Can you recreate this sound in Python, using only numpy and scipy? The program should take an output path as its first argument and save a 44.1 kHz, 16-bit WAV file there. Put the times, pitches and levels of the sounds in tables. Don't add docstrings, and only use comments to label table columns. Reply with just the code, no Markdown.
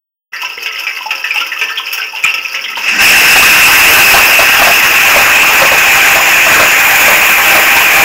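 import sys
import numpy as np
from scipy import signal
from scipy.fft import rfft, irfft, next_fast_len
from scipy.io import wavfile
from scipy.ndimage import uniform_filter1d, map_coordinates

SR = 44100
rng = np.random.default_rng(int(sys.argv[2]) if len(sys.argv) > 2 else 0)


def to_wav(sig):
    pcm = np.clip(np.atleast_2d(sig), -1, 1) * 32767
    pcm = np.round(pcm).astype(np.int16)
    wavfile.write(sys.argv[1], SR, pcm.T)


N = 354563
TIME = np.arange(N) / SR
ONSET_S, JETS_S = 0.3195, 3.03

# (frequency [Hz], level [dB])
SPLASH_SPECTRUM = [(30, -40), (180, -44), (300, -28.5), (450, -24.5), (700, -22), (950, -19), (1200, -21),
                   (2100, -9.5), (3050, -3.5), (4000, -25.5), (5200, -22), (7000, -25), (9500, -31.5),
                   (15000, -30.5)]


def amp(db):
    return 10 ** (np.asarray(db) / 20)


def unit(x):
    return x / np.sqrt(np.mean(x ** 2) + 1e-20)


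def at_peak(x, db):
    return amp(db) * x / np.abs(x).max()


def along(points, hz):
    frequencies, values = np.transpose(points)
    return np.interp(np.log(hz + 1), np.log(frequencies), values)


def curve(points, t=TIME):
    return np.interp(t, *np.transpose(points))


def ramp(t, start_s, length_s):
    return np.clip((t - start_s) / length_s, 0, 1)


def bell(offset, width):
    return np.exp(-0.5 * (offset / width) ** 2)


def wobble(rate):
    return map_coordinates(rng.standard_normal(int(N * rate / SR) + 4), [TIME * rate])


def filtered(x, response):
    size = next_fast_len(len(x) + SR // 4)
    return irfft(rfft(x, size) * response(np.fft.rfftfreq(size, 1 / SR)), size)[:len(x)]


def shaped(x, gain_db, size=512):
    hz, t, spectra = signal.stft(x, SR, nperseg=size)
    return signal.istft(spectra * amp(gain_db(hz[:, None], t)), SR, nperseg=size)[1][:len(x)]


def add(track, s, sound):
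    part = track[round(s * SR):][:len(sound)]
    part += sound[:len(part)]


def damped(t60, attack):
    t = TIME[:SR // 3]
    return amp(-60 * t / t60) * (1 - np.exp(-t / attack))


def patter(rate, spread_db):
    size = amp(spread_db * np.clip(rng.standard_normal(N), -3, 2.5)) * rng.choice([-1, 1], N)
    return unit(size * (rng.random(N) < rate / SR))


def ring(hz, t60, rise, attack):
    pitch = hz * (1 + rise * (np.minimum(TIME[:SR // 3] / t60, 1) - 1 / 4))
    return unit(np.sin(2 * np.pi * np.cumsum(pitch) / SR) * damped(t60, attack))


def tub(x, wet_db):
    # (frequency [Hz], reverberation time [s])
    decay_times = [(300, 0.68), (1300, 0.22), (3000, 0.2), (6000, 0.097), (14000, 0.13)]
    tail = shaped(rng.standard_normal(SR // 3), lambda hz, t: -60 * t / along(decay_times, hz), size=256)
    return x + amp(wet_db) * signal.fftconvolve(x, tail / np.linalg.norm(tail))[:len(x)]


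def housing_db(hz, film):
    # (dry frequency [Hz], wet frequency [Hz], width [Hz], dry gain [dB], wet gain [dB])
    resonances = [(2644, 2440, 168, 11, 7), (5170, 5170, 426, 17, 7.5), (6400, 6990, 640, 11.5, 13.5),
                  (11980, 12500, 1100, 15, 9.5), (14800, 14930, 780, 14.5, 10.5)]
    return sum((dry_db + film * (wet_db - dry_db)) * bell(hz - dry_hz - film * (wet_hz - dry_hz), width)
               for dry_hz, wet_hz, width, dry_db, wet_db in resonances)


def standing_waves(x, jets):
    # (frequency [Hz], bandwidth [Hz], gain from the sump [dB], gain from the jets [dB])
    modes = [(330, 19, -2, 0.5), (450, 20, 7, -0.5), (539.8, 4.5, 18, 1), (623, 8.5, -2, -3),
             (798, 15.4, 2, 8), (881, 9, 2, 3), (959, 17, 6, -8), (1004, 19, 10.5, 2.5), (1078, 23, 7, 3.5),
             (1184, 16, 1, -18), (1200, 10, -16, -6), (1290, 12, 14, -52), (1319, 32, 15.5, -7),
             (1559, 34, 9.5, -0.5), (1716, 10, -11, -16), (1786, 7, 10.5, -9), (1890, 29, -12, -6),
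             (2507, 27, -30, -13)]

    def response(f):
        return 1 + sum(amp(jet_db if jets else sump_db) * 1j * f * width / (hz**2 - f**2 + 1j * f * width)
                       for hz, width, sump_db, jet_db in modes)
    return filtered(x, response)


def trickle(count=200, growth_db_per_s=1.44):
    # (frequency [Hz], gain [dB])
    colour = [(1200, 0.5), (2700, -0.5), (5200, -5), (9000, -0.5), (14000, -2.5)]
    shower_decay = amp(-60 * TIME[:SR // 8] / 0.041)
    showers = signal.fftconvolve(np.abs(patter(rate=82, spread_db=2.5)), shower_decay)[:N]
    drops = tub(patter(rate=2500, spread_db=5) * (0.5 + unit(showers)), wet_db=4.5)
    spatter = filtered(drops, lambda f: amp(along(SPLASH_SPECTRUM, f) + housing_db(f, 0) + along(colour, f)))
    bubbles = np.zeros(N)
    for when, pitch, size in rng.random((count, 3)):
        bubble = ring(2000 * 1.6 ** pitch, t60=0.014, rise=0.17, attack=0.00031)
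        add(bubbles, when * TIME[-1], amp(-6 * size) * bubble)
    water = standing_waves(unit(spatter) + amp(-5.5) * unit(tub(bubbles, wet_db=-1.5)), jets=False)
    level_db = -23 + growth_db_per_s * (np.minimum(TIME, JETS_S) - ONSET_S) + 0.5 * wobble(6)
    filling_db = -4.5 * (1 - ramp(TIME, ONSET_S, length_s=0.29))
    return amp(level_db + filling_db) * unit(water) * ramp(TIME, ONSET_S, length_s=0.01)


def tinkles(count=520, centre_hz=5320, scatter=0.056, level_db=-33):
    out = np.zeros(N)
    for when, pitch, size in zip(rng.random(count), rng.standard_normal(count), rng.random(count)):
        bubble = ring(centre_hz * np.exp(scatter * pitch), t60=0.0089, rise=0.06, attack=0.00046)
        add(out, ONSET_S + when * (TIME[-1] - ONSET_S), amp(-13 * size) * bubble)
    return amp(level_db) * unit(tub(out, wet_db=0.5))


def splash(bright_db):
    treble = [(3000, 0.13), (12000, 0.99)]  # (frequency [Hz], share of bright_db [0-1])
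    burst = rng.standard_normal(SR // 3) * damped(t60=0.067, attack=0.00054)

    def response(hz):
        return amp(along(SPLASH_SPECTRUM, hz) + housing_db(hz, film=0) + bright_db * along(treble, hz))
    return unit(filtered(burst, response))


def drips(bubbles_per_drop=3):
    # (time [s], relative peak [dB], bubble pitch [Hz], splash over bubble [dB])
    falling_drops = [(.334, -10.5, 1900, -14), (.417, -6, 2570, 9), (.448, -6.5, 2780, 0),
                     (.627, -9, 2570, 17), (.66, -1.5, 2650, 2), (.725, -10, 2830, -7),
                     (0.795, -11.5, 2700, 15), (.868, -1.5, 2370, -2.5), (1.107, -0.5, 2610, -1.5),
                     (1.241, -2, 1850, 2.5), (1.307, 0.5, 2490, -6.5), (1.36, 1.5, 2750, -13),
                     (1.404, -2, 2860, 2), (1.518, -4, 2010, 1), (1.613, 1, 2610, -0.5),
                     (1.693, -5.5, 1760, 2), (1.774, -5.5, 3140, -14), (1.866, -6, 2740, 2),
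                     (1.928, -3, 2750, 26), (2.018, -4, 2760, -7.5), (2.162, -8, 2870, -3),
                     (2.239, 9, 2534, -9), (2.265, 1, 2630, -11), (2.34, 0.5, 2690, 7),
                     (2.381, -4.5, 2600, 0), (2.45, -3.5, 2540, -13), (2.548, -4, 2830, -2),
                     (2.641, -7.5, 3240, 0)]
    out = np.zeros(N)
    for s, db, hz, splash_db in falling_drops:
        drop = amp(splash_db) * splash(bright_db=splash_db - 14)
        for k, (detune, lag) in enumerate(rng.random((bubbles_per_drop, 2))):
            bubble = ring(hz * 1.203 ** (k * (detune - 0.5)), t60=0.0095, rise=0.12, attack=0.0013)
            add(drop, k * 0.0065 * (lag + 0.5), amp(-5 * k) * bubble)
        add(out, s, at_peak(standing_waves(tub(drop, wet_db=2), jets=False), db - 1.5))
    return out


def gulps():
    # (time [s], relative peak [dB], frequency [Hz])
    air_pockets = [(0.433, -13.5, 1003), (.576, -25, 458), (1.007, -16.5, 1013), (1.059, -12, 868),
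                   (1.356, -18, 854), (1.412, -11, 1385), (1.564, -17, 1263), (1.797, -16.5, 1047),
                   (1.999, -12, 1553), (2.134, -20, 887), (2.248, -8, 1337)]
    out = np.zeros(N)
    for s, db, hz in air_pockets:
        bubble = ring(hz, t60=0.07, rise=0.092, attack=0.00055)
        add(out, s, at_peak(tub(bubble, wet_db=-4.5), db - 0.5))
    return out


def pump(hum_hz=210, hum_over_rumble_db=-2):
    # (time [s], level [dB])
    swell = [(2.4, -65.5), (2.88, -46), (2.97, -28.5), (3.08, -45)]
    # (frequency [Hz], level [dB])
    rumble_spectrum = [(20, -10), (45, -10), (100, -28), (200, -3), (300, -2), (800, -42)]
    rumble = unit(filtered(rng.standard_normal(N), lambda hz: amp(along(rumble_spectrum, hz))))
    pitch = hum_hz * (1 + 0.014 * wobble(20))
    hum = unit(np.sin(2 * np.pi * np.cumsum(pitch) / SR))
    return amp(curve(swell)) * (rumble + amp(hum_over_rumble_db) * hum) * (TIME > ONSET_S)


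def drumming(nozzles=2, nozzle_lag_s=0.032, nozzle_drop_db=8.5):
    # (time [s], peak level [dB], panel frequency [Hz])
    slaps = [(2.77, -8, 930), (3.359, 10.5, 762), (3.425, 8, 1195), (4.139, 14, 705), (4.39, 11, 670),
             (4.616, 7, 700), (4.67, 10.5, 700), (5.16, 8.5, 583), (5.618, 9.5, 557), (5.716, 3.5, 537),
             (6.155, 2.5, 670), (6.465, 3.5, 660), (6.598, 10, 612), (7.08, 6, 603), (7.14, 0, 600),
             (7.55, 5.5, 624), (7.765, 3, 927)]
    out = np.zeros(N)
    for s, db, hz in slaps:
        # (frequency [Hz], level [dB])
        panel = [(0.16 * hz, -20), (0.71 * hz, -13), (hz, 0), (1.33 * hz, -8), (1.6 * hz, -2),
                 (3.3 * hz, -9), (6 * hz, -20), (12 * hz, -33)]
        boom = ring(hz, t60=0.038, rise=-0.045, attack=0.0077)
        boom += amp(-6) * ring(1.1 * hz, t60=0.055, rise=-0.05, attack=0.005)
        for nozzle in range(nozzles):
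            burst = rng.standard_normal(SR // 3) * damped(t60=0.12, attack=0.0016)
            thud = unit(filtered(burst, lambda f: amp(along(panel, f))))
            add(out, s + nozzle * nozzle_lag_s, at_peak(boom + amp(3) * thud, db - nozzle_drop_db * nozzle))
    return out


def pressure_db(spurt_s=2.89, rise_db_per_s=177):
    spurt_db = -9.5 - rise_db_per_s * np.maximum(spurt_s - TIME, 0)
    full_db = 0.5 - rise_db_per_s * np.maximum(JETS_S - TIME, 0)
    return np.maximum(spurt_db, full_db) - 3.5 * ramp(TIME, start_s=3.97, length_s=0.38)


def sweep(t, pass_s=4.18, period_s=0.482, width_periods=0.15):
    phase = (t - pass_s) / period_s % 1
    strong = bell(np.minimum(phase, 1 - phase), width_periods)
    weak = 0.29 * bell(phase - 0.5, width_periods)
    aim = strong + weak
    return (aim - aim.mean()) * ramp(t, JETS_S, pass_s - JETS_S)


def spray():
    # (frequency [Hz], level [dB])
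    roar_spectrum = [(30, -23), (130, -35), (260, -8), (430, -8), (650, 0.5), (1000, -1), (1300, 2.5),
                     (1700, 6), (2150, 6), (2850, 3.5), (3300, -5), (4000, -16), (9000, -19.5),
                     (16000, -19.5)]
    # (time [s], wetness [0-1])
    film = [(3, 0.03), (4.4, 0.1), (5.2, 0.44), (7.2, 0.84)]
    # (time [s], level [dB])
    mist = [(2.99, -19), (3.02, -4), (3.95, 2), (5, -.5), (6.75, 0), (6.85, 4.5), (8.04, 3)]
    # (frequency [Hz], weight [0-1])
    body_band = [(1100, 1), (1700, 0)]
    mist_band = [(7500, 0.058), (11000, 0.96)]  # (frequency [Hz], weight [0-1])

    def colour_db(hz, t):
        mist_db = (curve(mist, t) + 0.64 * rng.standard_normal(len(t))) * along(mist_band, hz)
        body_db = (2 * sweep(t) - 6.5 * (1 - ramp(t, JETS_S, length_s=0.97))) * along(body_band, hz)
        patches = uniform_filter1d(rng.standard_normal((len(hz), len(t))), size=5, axis=0)
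        patches_db = 1.68 * unit(uniform_filter1d(patches, size=7, axis=1))
        hiss_db = 4 * bell(t - 6.4, 0.68) * bell(hz - 7000, 450)
        base_db = along(roar_spectrum, hz) + housing_db(hz, curve(film, t))
        return base_db + hiss_db + mist_db + body_db + patches_db
    drops = patter(rate=5000, spread_db=5) + 0.74 * rng.standard_normal(N)
    roar = unit(standing_waves(shaped(drops, colour_db), jets=True))
    flutter_db = 0.94 * wobble(60) + 0.24 * wobble(9)
    return amp(pressure_db() + 3 * sweep(TIME) + flutter_db) * roar


def scene():
    mix = drips() + gulps() + trickle() + spray() + drumming() + pump() + tinkles()
    return np.array([mix, mix])


def record(dry, ceiling=0.71, hardness=9, band_limit_hz=15750):
    clipped = dry / (1 + np.abs(dry / ceiling) ** hardness) ** (1 / hardness)
    return np.array([filtered(channel, lambda hz: hz < band_limit_hz) for channel in clipped])


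dry = scene()
out = record(dry)
to_wav(out)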